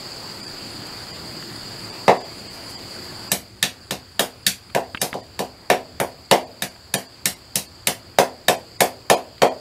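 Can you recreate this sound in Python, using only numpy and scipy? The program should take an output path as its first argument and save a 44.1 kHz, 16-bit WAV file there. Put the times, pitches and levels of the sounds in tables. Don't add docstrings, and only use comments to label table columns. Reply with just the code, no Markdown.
import sys
import numpy as np
from scipy import signal
from scipy.fft import rfft, irfft, next_fast_len
from scipy.io import wavfile
from scipy.ndimage import uniform_filter1d, map_coordinates

SR = 44100
rng = np.random.default_rng(int(sys.argv[2]) if len(sys.argv) > 2 else 0)


def output_pcm(signal):
    pcm = np.clip(np.atleast_2d(signal).T, -1, 1) * 32767
    wavfile.write(sys.argv[1], SR, np.round(pcm).astype(np.int16))


def gain_from_db(level_db):
    decades = np.asarray(level_db, float) / 20
    return 10 ** decades


N = 423620

# start in seconds, crack peak in dB, how hard the edge meets the wood in dB,
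# how brittle the cut is in dB, how flat the blade lands in dB.
CHOPS = [(2.0807, -12, 8, -14, 1), (3.3176, -10.5, -14.5, 2.5, -2.5), (3.6277, -6, -22, -8, 3.5),
         (3.909, -15, -10.5, -5.5, -3), (4.1945, -11.5, -5.5, 1.5, 0.5), (4.4661, -6, -29.5, -2, 4),
         (4.7494, -19, 6.5, -3.5, 0.5), (5.016, -13, -8, 2.5, -4), (5.141, -29.5, 6.5, -9, -13),
         (5.3921, -19.5, 0.5, -3, -7.5), (5.7011, -12.5, 1.5, -4, 4), (6.001, -24, 9.5, 7, 2),
         (6.3126, -7.5, 1.5, -5.5, -2), (6.622, -17, -12.5, 0, 3.5), (6.94, -14.5, -8, 2.5, 1),
         (7.2568, -11.5, -18, 3, 2.5), (7.5567, -11, -18.5, 2, -3.5), (7.8715, -10.5, -11, 1, 1.5),
         (8.1865, -10, 1.5, -3, -3), (8.4835, -9.5, -2, -1.5, -0.5), (8.806, -10.5, 0, 3, -1),
         (9.1002, -8, 1, -4, -3.5), (9.4194, -12.5, 7, -7, 2)]
BLOW_HZ = [200, 680, 1700, 4000, 10000]
# pitch in Hz, level in dB, t60 in seconds.
STUMP = [(150, 1, .1), (193, 10, .17), (255, -2, .42), (346, -1, .22), (390, 3, .22), (468, 0, .22),
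         (534, 1.5, .2), (625, -4, .22), (673, -3, .22), (728, 0, .19), (800, -4, .2), (905, -8, .2),
         (964, -3, .22), (1028, -8, .25), (1097, -7, .2)]
# pitch in Hz, level in dB, t60 in seconds.
BLADE = [(1773, 14.5, 0.041), (2916, -36, 0.24), (3750, 18, 0.033), (7510, 10.5, 0.015),
         (10180, 17.5, 0.023), (14000, -27, 0.074)]
# delay in seconds, level in dB.
WALLS = [(.0075, -9), (.0135, -1), (.0205, -5), (.028, -8), (.035, 0), (.047, -9)]
# frequency in Hz, t60 in seconds.
HUT_DECAY = [(100, 0.69), (300, 0.82), (1000, 0.25), (3000, 0.21), (7000, 0.19), (14000, 0.19)]
# frequency in Hz, level in dB.
HUT_WET = [(100, -4), (300, 0), (600, 3), (1000, 7), (1500, 10), (2500, 11), (6000, 10), (14000, 9)]
# start in seconds, peak in dB, pitch in Hz,
# low push in dB.
TICKS = [
    (1.4245, -27.5, 1440, 0),
    (4.699, -31.5, 1230, -15),
    (4.9471, -15, 1290, -2.5),
    (4.9734, -21.5, 2580, -14),
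    (5.129, -19.5, 1630, -2),
    (6.761, -35, 1070, -48),
    (9.381, -35, 3900, -19),
]
# centre in seconds, spread in seconds, level in dB.
RUSTLES = [
    (.87, 0.0016, -41),
    (2.55, 0.024, -48),
    (2.705, .012, -42.5),
    (3.05, 0.022, -51),
]
# start in seconds, end in seconds, pitch in Hz, level in dB.
FLIES = [
    (.95, 1.5, 166, -54),
    (1.05, 1.55, 214, -52),
    (1.75, 1.95, 104, -50),
    (.17, .33, 110, -50),
    (3.33, 3.62, 197, -55),
]
# pitch in Hz, width in Hz, level in dB.
CHORUS = [(4525, 720, -4), (4817, 500, -3.5), (4710, 1130, -13.5), (7290, 160, -17.5), (7320, 1560, -14),
          (8230, 430, -22)]
# frequency in Hz, density in dB per Hz.
YARD = [(15, -39), (25, 4.5), (70, -25), (108, 0), (211, -2), (448, -7), (804, -8.5), (3700, -16),
        (5900, -24), (9000, -25.5), (11500, -26), (14700, -29), (14900, -36), (15700, -28), (15900, -75)]
# centre in seconds, spread in seconds, lift in dB.
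SWELLS = [
    (0, 0.42, 2.5),
    (1.4, 0.22, 2),
    (3.4, 0.71, 2.5),
    (9.6, 2, 4.5),
]
STARVED = [.421, .463, 1.125, 1.914, 2.191, 2.233, 2.489, 2.768, 3.3, 5.0, 5.22, 6.458, 6.695, 6.968, 7.076,
           7.355, 7.674, 8.571, 8.786, 9.16, 9.5]

ARM_DB, ARM_PER_WOOD, ARM_PER_CRACK = -20, 0.22, 0.2
CLACK_DB, CLACK_PER_WOOD, CLACK_PER_BRITTLE = 6.5, 0.49, 0.18
VALLEY_HZ, VALLEY_DB, VALLEY_SHARE = 1350, -4, 0.36
OPEN_DB, FIRST_DIP_DB, RECOVER_S, CHOPPING_DB, CLOSE_S = -1.11, -3, 0.68, -11, .03
TRILL_DB, TRILL_START_S, TRILL_END_S, TRILL_FADE_DB_PER_S = -51.5, .55, 5.0, 22
RUMBLE_DB = -50


def unit(x):
    return x / np.sqrt(np.mean(x ** 2) + 1e-20)


def along(points, hz):
    f, v = np.transpose(points)
    return np.interp(np.log(hz + 1), np.log(f + 1), v)


def wobble(rate):
    knots = rng.standard_normal(int(N * rate / SR) + 4)
    return map_coordinates(knots, [np.arange(N) * rate / SR])


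def filtered(x, response):
    m = next_fast_len(len(x) + 8192)
    return irfft(rfft(x, m) * response(np.fft.rfftfreq(m, 1 / SR)), m)[:len(x)]


def colour(points, size=4096):
    cep = irfft(np.log(gain_from_db(along(points, np.fft.rfftfreq(size, 1 / SR)))), size)
    cep[1:size // 2] *= 2
    cep[size // 2 + 1:] = 0
    return irfft(np.exp(rfft(cep)), size)


def bands(modes):
    return lambda f: sum(gain_from_db(db) / (1 + (2 * (f - hz) / width) ** 4) for hz, width, db in modes)


def blow_colour(db, knock_db, sizzle_db, flat_db):
    thump_db = ARM_DB - (1 - ARM_PER_CRACK) * db + ARM_PER_WOOD * (db + knock_db)
    clack_db = CLACK_DB + CLACK_PER_WOOD * knock_db + CLACK_PER_BRITTLE * sizzle_db + flat_db
    levels = [thump_db + 12.0, knock_db + 14.5, clack_db - 0.5, 0, sizzle_db - 2]
    edges = [(50, thump_db - 42), (120, thump_db + 18.5), (420, knock_db + 6.5), (1000, knock_db + 8.5),
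             (15000, sizzle_db - 6.5), (16000, sizzle_db - 50), (16500, sizzle_db - 32)]
    valley_db = VALLEY_DB + VALLEY_SHARE * levels[1] + (1 - VALLEY_SHARE) * levels[2]
    return colour(sorted([*edges, (VALLEY_HZ, valley_db), *zip(BLOW_HZ, levels)]))


def knife():
    out, t, lead = np.zeros(N + SR), np.arange(SR // 2) / SR, SR // 100
    echoes = gain_from_db(-15) * walls(t)
    for s, db, knock_db, sizzle_db, flat_db in CHOPS:
        shape = blow_colour(db, knock_db, sizzle_db, flat_db)
        noise = rng.standard_normal((2, len(t)))
        crack = noise[0] * (t / 0.0004) * np.exp(1 - t / 0.00072)
        splinters = filtered(crack, lambda f: f ** 2 / (f ** 2 + 1200 ** 2))[:300]
        splinters *= .4 / np.linalg.norm(splinters)
        splinters[0] += .9
        answer = gain_from_db(-24) * signal.fftconvolve(hut(t), splinters)[:len(t)]
        answer += echoes
        answer += gain_from_db(-29) * ring(STUMP, t, scatter_db=2, rise=.002)
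        answer += gain_from_db(-33.5) * ring(BLADE, t, scatter_db=3.5, rise=0.00015)
        slicing = gain_from_db(-8.5 - 60 * t[lead:0:-1] / 0.0041) * noise[1, :lead]
        blow = np.r_[slicing, gain_from_db(-11) * crack + answer]
        sound = signal.fftconvolve(blow, shape)[:len(t)]
        out[round(s * SR) - lead:][:len(t)] += gain_from_db(db + 11.5) * sound
    return out[:N]


def ring(modes, t, scatter_db, rise):
    body = 0
    for hz, db, t60 in modes:
        level_db = db + scatter_db * rng.standard_normal()
        body = body + gain_from_db(level_db - 60 * t / t60) * np.sin(2 * np.pi * hz * t)
    return body * (1 - np.exp(-t / rise))


def walls(t):
    bump = lambda delay, width: np.exp(-.5 * ((t - delay) / width) ** 2) / width
    return sum(gain_from_db(db) * .0004 * (bump(delay, .00028) - bump(delay, .0008)) for delay, db in WALLS)


def hut(t):
    hz, s, z = signal.stft(rng.standard_normal(len(t)), SR, nperseg=256)
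    level_db = along(HUT_WET, hz)[:, None] - 60 * s / along(HUT_DECAY, hz)[:, None]
    tail = signal.istft(z * gain_from_db(level_db), SR, nperseg=256)[1][:len(t)]
    return tail * (1 - np.exp(-t / 0.0017))


def ticks():
    out, t = np.zeros(N + SR), np.arange(SR // 20) / SR
    for s, db, hz, push_db in TICKS:
        spit = gain_from_db(-60 * t / 0.026) * rng.standard_normal(len(t))
        click = filtered(spit, lambda f: bands([(hz, 900, 0), (2600, 2200, -3)])(f) + 0.018)
        push = gain_from_db(push_db - 60 * t / 0.017) * np.sin(2 * np.pi * 230 * t)
        out[round(s * SR):][:len(t)] += gain_from_db(db - 2.0) * (2.6 * click + push)
    return out[:N]


def rustles():
    t = np.arange(N) / SR
    puffs = sum(gain_from_db(db) * np.exp(-.5 * ((t - s) / spread) ** 2) for s, spread, db in RUSTLES)
    return puffs * unit(filtered(rng.standard_normal(N), bands([(8700, 8100, 0)])))


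def flies():
    out, t = np.zeros(N), np.arange(N) / SR
    drift, waver_db = 1 + .01 * wobble(7), 1.5 * wobble(9)
    for start, end, hz, db in FLIES:
        fade = np.clip(np.minimum(t - start, end - t) / 0.013, 0, 1)
        phase = 2 * np.pi * np.cumsum(hz * drift) / SR
        out += gain_from_db(db + 3 + waver_db) * fade * np.sin(phase)
    return out


def cicadas():
    flutter = gain_from_db(.5 * wobble(14) + 1.2 * wobble(110) + .5 * wobble(3))
    return gain_from_db(-37.0) * unit(flutter * filtered(rng.standard_normal(N), bands(CHORUS)))


def trill():
    t = np.arange(N) / SR
    clicks_hz = 89 + 1.5 * wobble(5)
    gate = np.maximum(np.sin(2 * np.pi * np.cumsum(clicks_hz) / SR), 0) + .4
    falter_s = .095 * (t > CHOPS[1][0])
    bursts = np.cos(np.pi * (t - .46 - falter_s) / .2755) ** 4
    voice = unit(gate * filtered(rng.standard_normal(N), bands([(9440, 350, 0)])))
    outside_s = np.maximum(np.maximum(TRILL_START_S - t, t - TRILL_END_S), 0)
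    return gain_from_db(TRILL_DB - TRILL_FADE_DB_PER_S * outside_s) * bursts * voice


def yard():
    z = signal.stft(rng.standard_normal(N), nperseg=512)[2]
    patches = uniform_filter1d(uniform_filter1d(rng.standard_normal(z.shape), 6, 0), 14, 1)
    air = signal.istft(z * gain_from_db(1.44 * unit(patches)), nperseg=512)[1][:N]
    air = gain_from_db(-37.0) * unit(filtered(air, lambda f: gain_from_db(along(YARD, f))))
    rumble = filtered(rng.standard_normal(N), bands([(112, 6.7, -1), (194, 170, -19.5), (343, 85, -9.5)]))
    t = np.arange(N) / SR
    swell_db = sum(db * np.exp(-.5 * ((t - s) / spread) ** 2) for s, spread, db in SWELLS)
    return air + gain_from_db(RUMBLE_DB + swell_db + 4.6 * wobble(7.3)) * unit(rumble)


def yard_level():
    t = np.arange(N) / SR
    since = np.maximum(t - CHOPS[0][0], 0)
    dip_db = FIRST_DIP_DB * np.clip(since / CLOSE_S, 0, 1) * np.exp(-since / RECOVER_S)
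    closed_db = CHOPPING_DB * np.clip((t - CHOPS[1][0]) / CLOSE_S, 0, 1)
    return gain_from_db(OPEN_DB + dip_db + closed_db)


def steady_rumble():
    lumps = gain_from_db(1.5 * wobble(6))
    return gain_from_db(-51.0) * lumps * unit(filtered(rng.standard_normal(N), bands([(90.3, 68, 0)])))


def scene():
    close = knife() + ticks() + rustles() + flies() + steady_rumble()
    outside = cicadas() + trill() + yard()
    return (close + yard_level() * outside)[None]


def starved(x):
    hz, t, z = signal.stft(x, SR, nperseg=1536, noverlap=1152)
    power = np.abs(z) ** 2
    nearest_s = np.min(np.abs(t[:, None] - STARVED), axis=1)
    thin = np.clip(1.6 - nearest_s / .011, 0, 1)
    held = uniform_filter1d(power, size=3, axis=1)
    strong = held > 1.7 * uniform_filter1d(held, size=41, axis=0)
    loud = power.sum(0) > 4 * np.median(power.sum(0))
    gain = np.where(strong & (hz < 9800)[:, None], 1.5, np.where(loud, .05, .25))
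    keep = 1 + (gain - 1) * thin * (hz > 1100)[:, None]
    return signal.istft(z * keep, SR, nperseg=1536, noverlap=1152)[1][:N]


def low_pass(x):
    return signal.sosfilt(signal.butter(12, 16480, fs=SR, output="sos"), x)


def record(dry):
    x = dry / (1 + np.abs(dry / 1.05) ** 8) ** (1 / 8)
    x = filtered(starved(x[0]), lambda f: (f < 16400) * f ** 2 / (f ** 2 + 30 ** 2))
    return low_pass(x[None])


dry = scene()
out = record(dry)
output_pcm(out)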